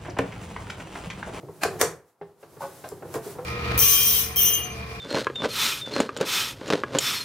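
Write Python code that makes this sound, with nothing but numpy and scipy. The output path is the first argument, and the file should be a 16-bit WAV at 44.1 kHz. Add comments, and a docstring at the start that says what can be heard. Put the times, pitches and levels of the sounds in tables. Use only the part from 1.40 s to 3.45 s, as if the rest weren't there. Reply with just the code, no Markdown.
"""Snapping a computer cover shut

A plastic cover is pressed down by hand on a workbench in a small room. Skin slides over it,
and it creaks and knocks under the palm. Two clips snap home: each cracks, and the freed cover
lands a moment later. The case thumps on the bench; then the hands shift, with more knocks,
a hollow judder and a few tiny ticks."""
import sys
import numpy as np
from scipy import signal
from scipy.fft import rfft, irfft, next_fast_len
from scipy.io import wavfile
from scipy.ndimage import uniform_filter1d

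SR = 44100
rng = np.random.default_rng(int(sys.argv[2]) if len(sys.argv) > 2 else 0)


def log_audio(samples):
    """Write samples as a 16-bit WAV file to the path given in sys.argv[1]."""
    # one column per channel
    frames = np.atleast_2d(samples).T
    # limit to full scale, then quantise
    limited = np.clip(frames, -1, 1)
    pcm = np.round(limited * 32767).astype(np.int16)
    wavfile.write(sys.argv[1], SR, pcm)


N = 90404
RING_TIME = np.arange(24000) / SR  # seconds since a blow
KNOCK_RISE_S = 0.0025

# The two clips. Each row: start in seconds, crack level in dB, treble tilt in dB per octave, hook pitch
# in Hz, hook level in dB, landing delay in seconds, landing level in dB, landing pitch ratio.
SNAPS = [(0.2338, -18, -1, 2487, -16, .0135, -19, 0.98), (0.4126, -15, 1, 1633, -18.5, .0115, -19.5, 1.02)]
# Dull contact noise. Each row: band centre in Hz, level in dB, time to fall 60 dB (t60) in seconds.
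THUD = [(98.5, -20.5, 0.3), (238, -24, 0.16), (470, -2, 0.062), (900, -5.5, 0.098), (1990, -5.5, 0.042),
        (3200, -13, 0.11), (9000, -37, .03)]


def amp(db):
    """Decibels to gain."""
    return 10 ** (np.asarray(db) / 20)


def unit(x):
    """Scale to rms 1."""
    return x / np.sqrt(np.mean(x ** 2) + 1e-20)


def along(points, hz):
    """Read a curve of (Hz, value) points on a log frequency axis."""
    freqs, values = np.transpose(points)
    return np.interp(np.log(hz + 1), np.log(freqs + 1), values)


def fader(rows):
    """A gain for each sample from (seconds, dB) points."""
    return amp(np.interp(np.arange(N) / SR, *np.transpose(rows)))


def attack(rise_s):
    """An onset that eases up to full level."""
    return 1 - np.exp(-RING_TIME / rise_s)


def filtered(x, response):
    """Shape x with a gain for each frequency."""
    n = x.shape[-1]
    size = next_fast_len(n + SR // 4)
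    return irfft(rfft(x, size) * response(np.fft.rfftfreq(size, 1 / SR)), size)[..., :n]


def soften(blow, cutoff_hz):
    """A soft contact takes the treble away."""
    return signal.sosfilt(signal.butter(2, cutoff_hz, fs=SR, output="sos"), blow)


def add(track, start_s, sound):
    """Mix a sound into a track."""
    part = track[..., round(start_s * SR):][..., :sound.shape[-1]]
    part += sound[..., :part.shape[-1]]


def noise(n, response):
    """Coloured stereo noise of rms 1, narrowest in the mids."""
    # Stereo width. Each row: frequency in Hz, side over mid in dB.
    width = [(30, -2), (300, -16), (1200, -13), (3000, -7), (12000, -3.5)]
    size = next_fast_len(n)
    hz = np.fft.rfftfreq(size, 1 / SR)
    spectrum = rfft(rng.standard_normal((2, size))) * response(hz)
    mid, side = spectrum[0], spectrum[1] * amp(along(width, hz))
    return unit(irfft(np.array([mid + side, mid - side]), size)[:, :n])


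def band(bands, k, hz):
    """Gain of band k among overlapping bands; the lowest rolls off below its centre."""
    share = along([(row[0], float(i == k)) for i, row in enumerate(bands)], hz)
    return np.sqrt(share) * np.minimum(hz / bands[0][0], 1) ** 2


def burst(bands, tilt_db=0):
    """Noise that starts at once and dies band by band, tilted per octave above 1 kHz."""
    out, n = np.zeros((2, len(RING_TIME))), len(RING_TIME) // 4
    for k, (centre_hz, db, t60) in enumerate(bands):
        start_db = db + tilt_db * np.log2(max(centre_hz / 1000, 1))
        decay = amp(start_db - 60 * RING_TIME[:n] / t60)
        out[:, :n] += noise(n, lambda hz: band(bands, k, hz)) * decay
    return out


def ring(modes, pitch=1, scatter_db=3.5, detune=0.012):
    """Decaying modes, weighted and tuned anew by each blow; neighbours swing in opposite directions."""
    out = np.zeros(len(RING_TIME))
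    for k, (hz, db, t60) in enumerate(modes):
        decay = amp(db + scatter_db * rng.standard_normal() - 60 * RING_TIME / t60)
        tuned_hz = hz * pitch * (1 + detune * rng.standard_normal())
        out += (-1) ** k * decay * np.sin(2 * np.pi * tuned_hz * RING_TIME)
    return out


def colour(snap):
    """The smoothed spectrum of a snap, as a gain for each frequency."""
    power = uniform_filter1d(np.abs(rfft(snap.mean(axis=0))) ** 2, size=120)
    return lambda hz: np.interp(hz, np.fft.rfftfreq(len(RING_TIME), 1 / SR), np.sqrt(np.abs(power)))


def room_tone(db=-70):
    """The faint, dark background of the room."""
    # Each point: frequency in Hz, relative level in dB.
    spectrum = [(20, -29), (110, -16.5), (450, -9), (1000, -12), (3000, -33.5), (15000, -36.5)]
    return amp(db) * noise(N, lambda hz: amp(along(spectrum, hz)))


def sliding():
    """Skin hisses over the matt plastic."""
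    # The strokes of the hand. Each row: time in seconds, level in dB.
    strokes = [(0, -75), (.17, -58), (.36, -59), (.62, -84), (.69, -66.5), (.77, -84), (.83, -75),
               (.88, -82), (.97, -77), (1.02, -59), (1.07, -66.5), (1.13, -58.5), (1.19, -60), (1.215, -46),
               (1.29, -52), (1.37, -51), (1.42, -52.5), (1.48, -51), (1.64, -63.5), (1.72, -50.5),
               (1.755, -39.5), (1.81, -57), (1.845, -45), (1.92, -44.5), (1.98, -59.5), (2.05, -58)]
    # The colour of the hiss. Each row: frequency in Hz, relative level in dB.
    skin = [(100, -14.5), (600, 4), (1300, 5.5), (2800, -3.5), (11500, 0.5), (15500, -5.5)]
    return fader(strokes) * noise(N, lambda hz: amp(along(skin, hz)))


def pressing(slips_per_s=280, creak_db=-8.5, rumble_db=-2):
    """Under the palm, many tiny slips ring the cover into a creak, and the bench rumbles."""
    # The swell of creak and rumble together. 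Each row: time in seconds, level in dB.
    pressure = [(0, -48), (.18, -51), (.33, -38.5), (.48, -39), (.62, -57.5), (.77, -82.5), (.87, -54.5),
                (.96, -61.5), (1.1, -52.5), (1.25, -47), (1.38, -50), (1.58, -49), (1.68, -43.5),
                (1.91, -43), (2.05, -44)]
    # The colour of the rumble. Each row: frequency in Hz, relative level in dB.
    spectrum = [(45, -26.5), (90, -12.5), (160, -6.5), (230, -17.5), (340, -9), (800, -18), (2500, -35.5),
                (15000, -40.5)]
    slips = (rng.random(N) < slips_per_s / SR) * rng.standard_normal(N)
    one_slip = knock(cutoff_hz=980, pitch=0.92, bench_db=-23.5)
    creak = unit(signal.fftconvolve(slips[None], one_slip, axes=1)[:, :N])
    rumble = noise(N, lambda hz: amp(along(spectrum, hz)))
    return fader(pressure) * (amp(creak_db) * creak + amp(rumble_db) * rumble)


def knock(cutoff_hz, pitch, bench_db):
    """One blow rings the cover, and the bench booms after it."""
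    # Modes of the cover and of the bench. Each row: frequency in Hz, level in dB, t60 in seconds.
    cover = [(337.5, -14, .27), (398.6, -13, 0.3), (436.2, 0, 0.13), (470, -10.5, 0.13), (532, -8, 0.12),
             (635, -12.5, 0.06), (676.7, -12.5, 0.13), (840, -20.5, 0.074), (1001, -13, .08)]
    bench = [(97.6, -2.5, 0.2), (132.6, -8, 0.49), (159.4, 1, 0.27)]
    blow = (ring(cover, pitch) + burst(THUD)) * attack(KNOCK_RISE_S)
    boom = amp(bench_db) * ring(bench) * attack(rise_s=0.0046)
    return boom + soften(blow, cutoff_hz)


def cover_knocks():
    """The cover knocks as the hands move."""
    # Each row: start in seconds, level in dB, contact cut-off in Hz, pitch ratio, bench boom in dB.
    blows = [(0.028, -36, 640, 0.9, -4), (.084, -37, 1040, 0.91, -4.5), (0.355, -37, 900, 0.85, -32),
             (1.028, -41.5, 4300, 1.01, -19), (1.164, -42, 1280, 0.95, -9), (1.440, -33, 4430, 1.55, -21),
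             (1.454, -42.5, 9000, 1.48, -34), (1.516, -27, 550, 0.95, -20), (1.622, -32, 1380, 0.93, -26),
             (1.649, -35.5, 780, 1.18, -6), (1.740, -27.5, 3000, 1.2, -37), (1.754, -20.5, 900, 1, -40),
             (1.859, -30.5, 620, 0.96, -21), (1.952, -35, 1060, 0.94, -8), (1.984, -29, 1400, 1.15, -24),
             (2.028, -36, 686, 1.2, -20)]
    out = np.zeros((2, N))
    for start, db, cutoff_hz, pitch, bench_db in blows:
        add(out, start, amp(db) * knock(cutoff_hz, pitch, bench_db))
    return out


def clip_snaps(fizz_s=0.024, fizz_db=-11, room_db=0.5):
    """A fizz swells into each snap; the hook cracks and rings as it lets go, and the room answers."""
    # Noise of the crack. Each row: band centre in Hz, level in dB, t60 in seconds.
    crack_bands = [(248, -19.5, 0.072), (455, -3.5, 0.04), (900, -5.5, 0.054), (1540, -3.5, 0.033),
                   (3120, -5.5, 0.023), (5100, -2.5, 0.033), (8800, -2, 0.024), (13800, -4, 0.037)]
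    # Modes of the freed hook. Each row: ratio to its pitch, level in dB, t60 in seconds.
    hook_modes = [(1, -0.5, 0.038), (0.7, -6, 0.035), (.64, -9.5, 0.055)]
    out, n = np.zeros((2, N)), round(fizz_s * SR)
    for start, db, tilt_db, hook_hz, hook_db, *_ in SNAPS:
        crack = amp(db) * burst(crack_bands, tilt_db)
        hook = amp(hook_db) * ring(hook_modes, hook_hz)
        snap = (crack + hook) * attack(rise_s=0.00037)
        fizz = amp(db + fizz_db) * noise(n, colour(snap)) * np.linspace(0, 1, n)
        reverb = amp(room_db) * filtered(room_tail(), colour(snap))
        add(out, start - fizz_s, fizz)
        add(out, start, snap + reverb)
    return out


def landings():
    """The freed cover lands just after each snap."""
    out = np.zeros((2, N))
    for start, *_, delay, db, pitch in SNAPS:
        add(out, start + delay, amp(db) * knock(cutoff_hz=1600, pitch=pitch, bench_db=-25))
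    return out


def case_thump(start_s=0.812, db=-34.5, contact_db=-0.5):
    """The whole case rocks down on the bench with a broad, dull thud."""
    # Modes of the case. Each row: frequency in Hz, level in dB, t60 in seconds.
    case_modes = [(167.2, -8, 0.29), (301, -9.5, 0.095), (410, -2, 0.22), (510, -3.5, 0.095),
                  (685, -4.5, 0.09), (793, 0, 0.054)]
    out = np.zeros((2, N))
    blow = (ring(case_modes) + amp(contact_db) * burst(THUD)) * attack(KNOCK_RISE_S)
    add(out, start_s, amp(db) * soften(blow, cutoff_hz=2030))
    return out


def judder(grit_db=-3):
    """A quick run of gritty slips rings something hollow."""
    # The slips. Each row: start in seconds, level in dB.
    slips = [(1.205, -44), (1.216, -36.5), (1.224, -35), (1.237, -36.5), (1.250, -40)]
    # The hollow modes. Each row: frequency in Hz, level in dB, t60 in seconds.
    hollow = [(187, -5, 0.13), (565, 5.5, 0.17), (678, 0, 0.089), (836, 8.5, 0.077), (940, 5.5, 0.067),
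              (1060, 5, 0.045), (1193, 3, 0.05), (1480, -9, 0.13)]
    out = np.zeros((2, N))
    for start, db in slips:
        slip = ring(hollow) + amp(grit_db) * burst(THUD)
        add(out, start, amp(db) * slip * attack(KNOCK_RISE_S))
    return out


def ticks():
    """Tiny bright ticks as the hands move."""
    # Each row: start in seconds, level in dB.
    cues = [(1.489, -41), (1.741, -36.5), (2.047, -48.5)]
    # Noise of a tick. Each row: band centre in Hz, level in dB, t60 in seconds.
    bands = [(6740, 2.5, 0.015), (11800, 4.5, 0.016)]
    out = np.zeros((2, N))
    for start, db in cues:
        add(out, start, amp(db) * burst(bands))
    return out


def room_tail():
    """The short answer of the room, building up as the walls reflect."""
    # The reverb. Each row: band centre in Hz, level in dB, t60 in seconds.
    bands = [(123, -10, 0.48), (270, -8, 0.26), (470, -9, 0.35), (1400, -5.5, 0.32), (3000, -4, 0.23),
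             (7250, 0, 0.24), (13900, -7, 0.13)]
    n = len(RING_TIME)
    out, grid_hz = np.zeros((2, n)), np.linspace(0, SR / 2, n)
    for k, (_, db, t60) in enumerate(bands):
        envelope = attack(rise_s=0.0043) * amp(-60 * RING_TIME / t60)
        reflections = unit(noise(n, lambda hz: band(bands, k, hz)) * envelope)
        share = np.mean(band(bands, k, grid_hz) ** 2)
        out += amp(db) * np.sqrt(share / n) * reflections
    return out


def room(hits, renew_s=0.35):
    """Each stretch of sound gets a fresh tail, so that alike hits are not all coloured the same way."""
    out, step = np.zeros((2, N)), round(renew_s * SR)
    mono = hits.mean(axis=0, keepdims=True)
    for i in range(0, N, step):
        add(out, i / SR, signal.fftconvolve(mono[:, i:i + step], room_tail(), axes=1))
    return out


def scene():
    """Snaps and handling in the room, over rubbing and a faint background."""
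    hits = landings() + case_thump() + cover_knocks() + judder() + ticks()
    return clip_snaps() + hits + room(hits) + pressing() + sliding() + room_tone()


def record(dry, low_hz=52.3, ceiling=0.75, top_hz=15950, edge_hz=200):
    """The microphone thins the deep bass, rounds off the highest peaks and cuts the very top."""
    thin = signal.sosfilt(signal.butter(3, low_hz, btype="high", fs=SR, output="sos"), dry)
    rounded = ceiling * np.tanh(thin / ceiling)
    return filtered(rounded, lambda hz: np.clip((top_hz - hz) / edge_hz, 0, 1))


dry = scene()
out = record(dry)
log_audio(out)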